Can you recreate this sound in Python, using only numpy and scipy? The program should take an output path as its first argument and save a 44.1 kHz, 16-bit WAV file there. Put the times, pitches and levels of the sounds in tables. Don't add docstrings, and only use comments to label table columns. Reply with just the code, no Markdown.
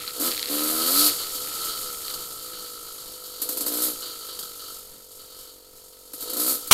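import sys
import numpy as np
from scipy import signal
from scipy.fft import rfft, irfft, next_fast_len
from scipy.io import wavfile
from scipy.ndimage import map_coordinates

SR = 44100
rng = np.random.default_rng(int(sys.argv[2]) if len(sys.argv) > 2 else 0)


def write(x):
    x = np.atleast_2d(x).T
    wavfile.write(sys.argv[1], SR, np.round(np.clip(x, -1, 1) * 32767).astype(np.int16))


N = 296793
T = np.arange(N) / SR
CRUISE_HZ = 55
SLAP_DB_PER_OCTAVE = 14.5

# (frequency [Hz], width [Hz], gain [dB])
PIPE_MODES = [(293.5, 31.6, 6.5), (362, 27, -34), (508.7, 20, 1), (583, 10, -36), (694, 6, -2.5),
              (986, 130, -12), (1266, 8, 4.5), (1440, 7.4, -38)]
# (frequency [Hz], gain [dB])
AIRBOX_SPECTRUM = [(60, -25), (200, -46), (290, -3.5), (370, -9), (412, 0.5), (455, 1), (500, 10),
                   (525, -0.5), (565, -13.5), (660, -5.5), (725, -14.5), (850, -24.5), (935, -7),
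                   (1080, -27), (1500, -47), (2200, -62)]
RASP_SPECTRUM = [(200, -28), (800, -21.5), (1500, -15), (2400, -15), (3100, -11), (3600, -5.5), (4400, 2.5),
                 (5200, -4), (5950, -7), (6700, -1.5), (9500, 2.5), (12800, 6.5), (14200, 3.5),
                 (15700, -18)]
CHAIN_SPECTRUM = [(150, -43), (320, -5), (560, -14), (800, -25.5), (1300, -4), (1800, -22), (2550, -25.5),
                  (3050, -4.5), (3450, -10.5), (4100, -1), (4600, 2.5), (5200, -15.5), (6000, -16),
                  (12000, -27)]
HISS_SPECTRUM = [(1000, -12), (2400, -36), (3100, -11), (5300, -3.5), (5950, -9), (6600, -1.5), (7800, -2),
                 (9300, -1.5), (11000, -2.5), (13200, 1.5), (14300, -5), (15700, -19)]
RUMBLE_SPECTRUM = [(15, -1.5), (30, -11.5), (60, -16), (150, -14.5), (300, -17.5), (600, -22.5),
                   (3000, -31), (16000, -53)]


def firing(turns, speed):
    exhaust, intake, load, rasp = throttle()
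    octaves = np.log2(speed / CRUISE_HZ)
    power_band_hz, width_hz = 91.2, 6
    on_song = (1 + np.tanh((speed - power_band_hz) / width_hz)) / 2
    bang = strokes(turns, jitter_s=.00004, scatter_db=.8, rough=.17, t60=.05)
    knock = strokes(turns, jitter_s=.00006, scatter_db=2, rough=.3, t60=.06)
    gulp = strokes(turns, jitter_s=.00004, scatter_db=1.5, rough=.25, t60=.06)
    bangs = unit(ring(bang, PIPE_MODES, low_hz=250, high_hz=1430)) * amp(3 * octaves)
    honk = unit(coloured(gulp, AIRBOX_SPECTRUM)) * (1 - on_song)
    slaps = barrel(knock) * amp(-47.5 + SLAP_DB_PER_OCTAVE * octaves)
    jets = throb(turns, scatter_db=2.5, t60=0.23)
    gas = noise(RASP_SPECTRUM) * jets * amp(12.5 * octaves + 4.5 * on_song)
    high_ring = unit(ring(rng.standard_normal(N), [(4430, 550, 0)], low_hz=3000, high_hz=6000))
    shriek = high_ring * jets * amp(-24) * on_song
    return exhaust * bangs + intake * honk + load * (slaps + shriek) + rasp * gas


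def throttle():
    # (opens [s], fires every turn [s], shuts [s], exhaust [dB], rasp [dB], release [s])
    bursts = [(0.16, 0.211, 0.28, -34, -32.5, 0.04), (0.484, 0.504, 1.068, -34.5, -33.5, 0.031),
              (3.415, 3.717, 3.89, -38, -28.5, 0.036), (6.233, 6.395, 6.52, -36, -26, 0.033)]
    rise_s = 0.0096
    exhaust, intake, load, rasp = np.zeros((4, N))
    for opens, fires, shuts, exhaust_db, rasp_db, release_s in bursts:
        held = (T > opens) * np.exp(-np.maximum(T - shuts, 0) / release_s)
        catching = np.interp(T, [opens, fires], [1, 0])
        running = np.clip((T - fires) / rise_s + 1, 0, 1) * held
        exhaust += amp(exhaust_db - 30 * catching) * held
        intake += amp(-45.5 - 3 * catching) * held
        rasp += amp(rasp_db) * running
        load += running
    return exhaust, intake, load, rasp


def pops():
    # (time [s], rasp [dB], push into the pipe [dB])
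    lone_firings = [(0.1978, -26, 12), (3.4172, -22.5, 5), (3.4889, -24.5, 10.5), (3.5222, -30, -8),
                    (3.5708, -25, 9), (3.607, -24, 11.5), (3.662, -23.5, 15.5), (3.6786, -25, 9),
                    (6.1328, -33, 4), (6.206, -31.5, -3), (6.2241, -31.5, 4), (6.298, -29.5, 4),
                    (6.333, -27.5, 8), (6.368, -24.5, 11.5), (6.546, -26.5, 9), (6.6725, -31.5, 1)]
    times, rasp_db, push_db = np.transpose(lone_firings)
    spray = noise(RASP_SPECTRUM) * puffs(times, amp(rasp_db), attack=0.00068, t60=0.18)
    boom = ring(impulses(times + 0.00382, amp(push_db)), PIPE_MODES, low_hz=213, high_hz=1460)
    return spray + boom


def machinery(turns, speed):
    push = strokes(turns, jitter_s=.00002, scatter_db=.4, rough=.09, t60=.07)
    knock = strokes(turns + .004, jitter_s=.00004, scatter_db=2.2, rough=.22, t60=.07)
    pump = unit(coloured(push, AIRBOX_SPECTRUM))
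    slap = barrel(knock)
    clatter = noise(CHAIN_SPECTRUM) * throb(turns, scatter_db=5, t60=0.62) * amp(0.54 * wobble(300))
    hiss = noise(HISS_SPECTRUM) * throb(turns, scatter_db=1.5, t60=0.25)
    return (pump * by_speed(speed, base_db=-51, db_per_octave=7.5, dip_share=0.34)
            + slap * by_speed(speed, base_db=-51.5, db_per_octave=SLAP_DB_PER_OCTAVE, dip_share=1.66)
            + clatter * by_speed(speed, base_db=-43, db_per_octave=16, dip_share=0.87)
            + hiss * by_speed(speed, base_db=-38.5, db_per_octave=13.3, dip_share=0.9))


def barrel(knocks):
    # (frequency [Hz], width [Hz], gain [dB])
    barrel_modes = [(1308, 108, 0)]
    # (time [s], level [dB])
    ring_levels = [(0.0, 5.5), (0.3, -1), (0.45, -9), (0.62, 0.5), (1.35, 1.5), (1.9, 5.5), (2.03, 1.5),
                   (2.8, 4.5), (3.3, -2.5), (4.6, 1.5)]
    wall = ring(knocks, barrel_modes, low_hz=1000, high_hz=2800)
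    fins = unit(ring(wall, barrel_modes, low_hz=1000, high_hz=2800))
    return fins * amp(curve(ring_levels) + 0.84 * wobble(23.8))


def strike():
    # (time [s], level [dB])
    blows = [(6.71, -13.5), (6.712, 1), (6.721, 0), (6.726, -3)]
    # (frequency [Hz], width [Hz], gain [dB])
    shell_modes = [(109, 65, -11), (350, 420, -4), (1130, 350, 6.5), (2320, 160, 1), (3020, 480, 5),
                   (4040, 420, 0), (5580, 690, 0.5), (9200, 4600, -1.5), (12300, 3400, -21)]
    times, db = np.transpose(blows)
    scrape = unit(ring(rng.standard_normal(N), shell_modes, low_hz=50, high_hz=14100))
    thud = amp(-31) * noise(RUMBLE_SPECTRUM)
    return (scrape + thud) * puffs(times, amp(db), attack=0.00032, t60=0.031)


def stalks():
    # (time [s], relative level [dB])
    hits = [(0.0767, -12), (0.1068, -17.5), (0.3157, -6.5), (0.3677, -12), (0.377, -9), (0.394, -7),
            (0.4278, -6), (0.4569, -11), (0.488, -13.5), (0.5929, -12), (0.8227, -12), (1.2346, -15),
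            (2.0808, -13.5), (2.1025, -16)]
    # (frequency [Hz], width [Hz], gain [dB])
    fender_modes = [(2320, 700, -13), (3260, 1700, -9), (4050, 460, 9), (7500, 2500, -34),
                    (11700, 3000, -10)]
    times, db = np.transpose(hits)
    snap = impulses(times + 0.00099, amp(db + 9))
    splinters = puffs(times + .001, amp(db - 12), attack=.0002, t60=.006) * rng.standard_normal(N)
    return ring(snap + splinters, fender_modes, low_hz=1300, high_hz=14000)


def bumps():
    # (time [s], rattle [dB], swish [dB])
    jolts = [(0.077, -31, -56), (1.3498, -38, -33), (1.6444, -48, -30.5), (2.095, -38, -36),
             (2.1375, -32, -33), (4.39, -33, -32), (4.427, -35, -37), (5.1148, -51, -45),
             (5.7618, -57, -48)]
    times, rattle_db, swish_db = np.transpose(jolts)
    rattle = noise(CHAIN_SPECTRUM) * puffs(times, amp(rattle_db), attack=0.0013, t60=0.055)
    swish = noise(HISS_SPECTRUM) * puffs(times, amp(swish_db), attack=0.002, t60=0.15)
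    return rattle + swish


def grass(speed):
    # (frequency [Hz], gain [dB])
    blade_spectrum = [(500, -26), (1200, -18), (1900, -5), (2800, -5), (4300, -1.5), (7000, -34),
                      (14000, -55)]
    # (start [s], end [s], boost [dB])
    patches = [(0.0, 0.1, 10), (0.26, 0.775, 6)]
    when, strength = rng.random((8000, 2)).T
    blades = impulses(when * N / SR, amp(-5 * np.log(1 - .99 * strength)))
    tall_db = sum(db * np.clip(np.minimum(T - start, end - T) / 0.023 + 1, 0, 1)
                  for start, end, db in patches)
    gain = by_speed(speed, base_db=-55, db_per_octave=19.6, dip_share=0.84) * amp(tall_db)
    return gain * unit(coloured(blades, blade_spectrum))


def wind():
    # (time [s], level [dB])
    buffet_levels = [(0.0, -52.5), (0.3, -65), (1.5, -55.5), (2.2, -54.5), (3.3, -61), (4.5, -60),
                     (6.0, -64.5), (6.6, -57)]
    return noise(RUMBLE_SPECTRUM) * amp(curve(buffet_levels) + 2.8 * wobble(12))


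def crank_hum(revolutions):
    phase = 2 * np.pi * revolutions
    return amp(-65.5) * np.sin(phase) + amp(-73) * np.sin(2 * phase)


def by_speed(speed, base_db, db_per_octave, dip_share):
    # (time [s], level [dB])
    dips = [(1.65, -0.5), (2.3, -1), (3.35, -0.2), (4.0, 0.5), (4.79, 0.3), (4.87, -5.5), (5.09, -9),
            (5.17, -4), (5.31, -5.5), (5.44, -3), (5.58, -9.5), (6.09, -9), (6.2, -0.5)]
    return amp(base_db + db_per_octave * np.log2(speed / CRUISE_HZ) + dip_share * curve(dips))


def strokes(turns, jitter_s, scatter_db, rough, t60):
    early_late, weak_strong = rng.standard_normal((len(turns), 2)).T
    times = turns + jitter_s * early_late
    sizes = amp(scatter_db * weak_strong) * np.sqrt(np.gradient(turns))
    gas = unit(puffs(times, sizes, attack=0.0036, t60=t60) * rng.standard_normal(N))
    return unit(unit(impulses(times, sizes)) + rough * gas)


def throb(turns, scatter_db, t60):
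    sizes = amp(scatter_db * rng.standard_normal(len(turns))) * np.sqrt(np.gradient(turns))
    return unit(puffs(turns, sizes, attack=0.0009, t60=t60))


def puffs(times, sizes, attack, t60):
    t = T[:SR // 2]
    shape = (1 - np.exp(-t / attack)) * amp(-60 * t / t60)
    power = signal.fftconvolve(impulses(times, sizes ** 2), (shape / shape.max()) ** 2)[:N]
    return np.sqrt(np.abs(power))


def impulses(times, sizes):
    return np.bincount(np.clip(np.round(times * SR).astype(int), 0, N), sizes, N + 1)[:N]


def ring(x, modes, low_hz, high_hz):
    size = 8192
    f = np.fft.rfftfreq(size, 1 / SR)
    body = sum(amp(db) * 1j * f * width / (hz * hz - f * f + 1j * f * width) for hz, width, db in modes)
    low, high = 1j * f / low_hz, 1j * f / high_hz
    highpass = low ** 2 / (1 + np.sqrt(2) * low + low ** 2)
    lowpass = 1 / (1 + np.sqrt(2) * high + high ** 2)
    return signal.oaconvolve(x, irfft(body * highpass * lowpass)[:size // 2])[:N]


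def coloured(x, spectrum):
    hz, db = np.transpose(spectrum)
    size = 8192
    f = np.fft.rfftfreq(size, 1 / SR)
    gain = amp(np.interp(np.log(f + 1), np.log(hz), db))
    cepstrum = irfft(np.log(gain))
    causal = np.r_[cepstrum[0], 2 * cepstrum[1:size // 2]]
    return signal.oaconvolve(x, irfft(np.exp(rfft(causal, size))))[:N]


def noise(spectrum):
    return unit(coloured(rng.standard_normal(N), spectrum))


def wobble(rate):
    knots = rng.standard_normal(int(N * rate / SR) + 4)
    coarse = T[::16]
    return np.interp(T, coarse, map_coordinates(knots, [coarse * rate]))


def curve(points):
    return np.interp(T, *np.transpose(points))


def amp(db):
    return 10 ** (np.asarray(db) / 20)


def unit(x):
    return x / np.sqrt(np.mean(x ** 2) + 1e-20)


def scene():
    # (time [s], speed [turns/s])
    crank_speeds = [(0.0, 60.5), (0.18, 61.8), (0.24, 83.7), (0.28, 85.6), (0.42, 68.3), (0.56, 74.3),
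                    (0.65, 75.9), (0.81, 80.9), (0.95, 93.0), (1.02, 100.7), (1.09, 98.4), (1.15, 80.3),
                    (1.25, 75.8), (1.42, 70.5), (1.5, 75.9), (1.62, 78.5), (2.15, 62.0), (2.3, 59.7),
                    (2.45, 55.8), (2.7, 54.3), (3.05, 50.7), (3.38, 49.2), (3.47, 55.5), (3.7, 57.9),
                    (3.86, 63.3), (3.95, 56.8), (4.38, 48.8), (4.85, 46.5), (6.1, 46.5), (6.42, 60.9),
                    (6.51, 67.2), (6.57, 59.1), (6.7, 51.8)]
    speed = curve(crank_speeds)
    revolutions = np.cumsum(speed) / SR
    turns = np.interp(np.arange(int(revolutions[-1]) + 1), revolutions, T)
    bike = firing(turns, speed) + pops() + machinery(turns, speed) + crank_hum(revolutions)
    trail = grass(speed) + stalks() + bumps()
    return (bike + trail + wind() + strike())[None]


def record(dry):
    ceiling, top_hz = 0.68, 15750
    rounded = dry[0] / (1 + np.abs(dry[0] / ceiling) ** 4) ** (1 / 4)
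    size = next_fast_len(N + SR // 2)
    in_band = np.fft.rfftfreq(size, 1 / SR) < top_hz
    return irfft(rfft(rounded, size) * in_band, size)[None, :N]


dry = scene()
out = record(dry)
write(out)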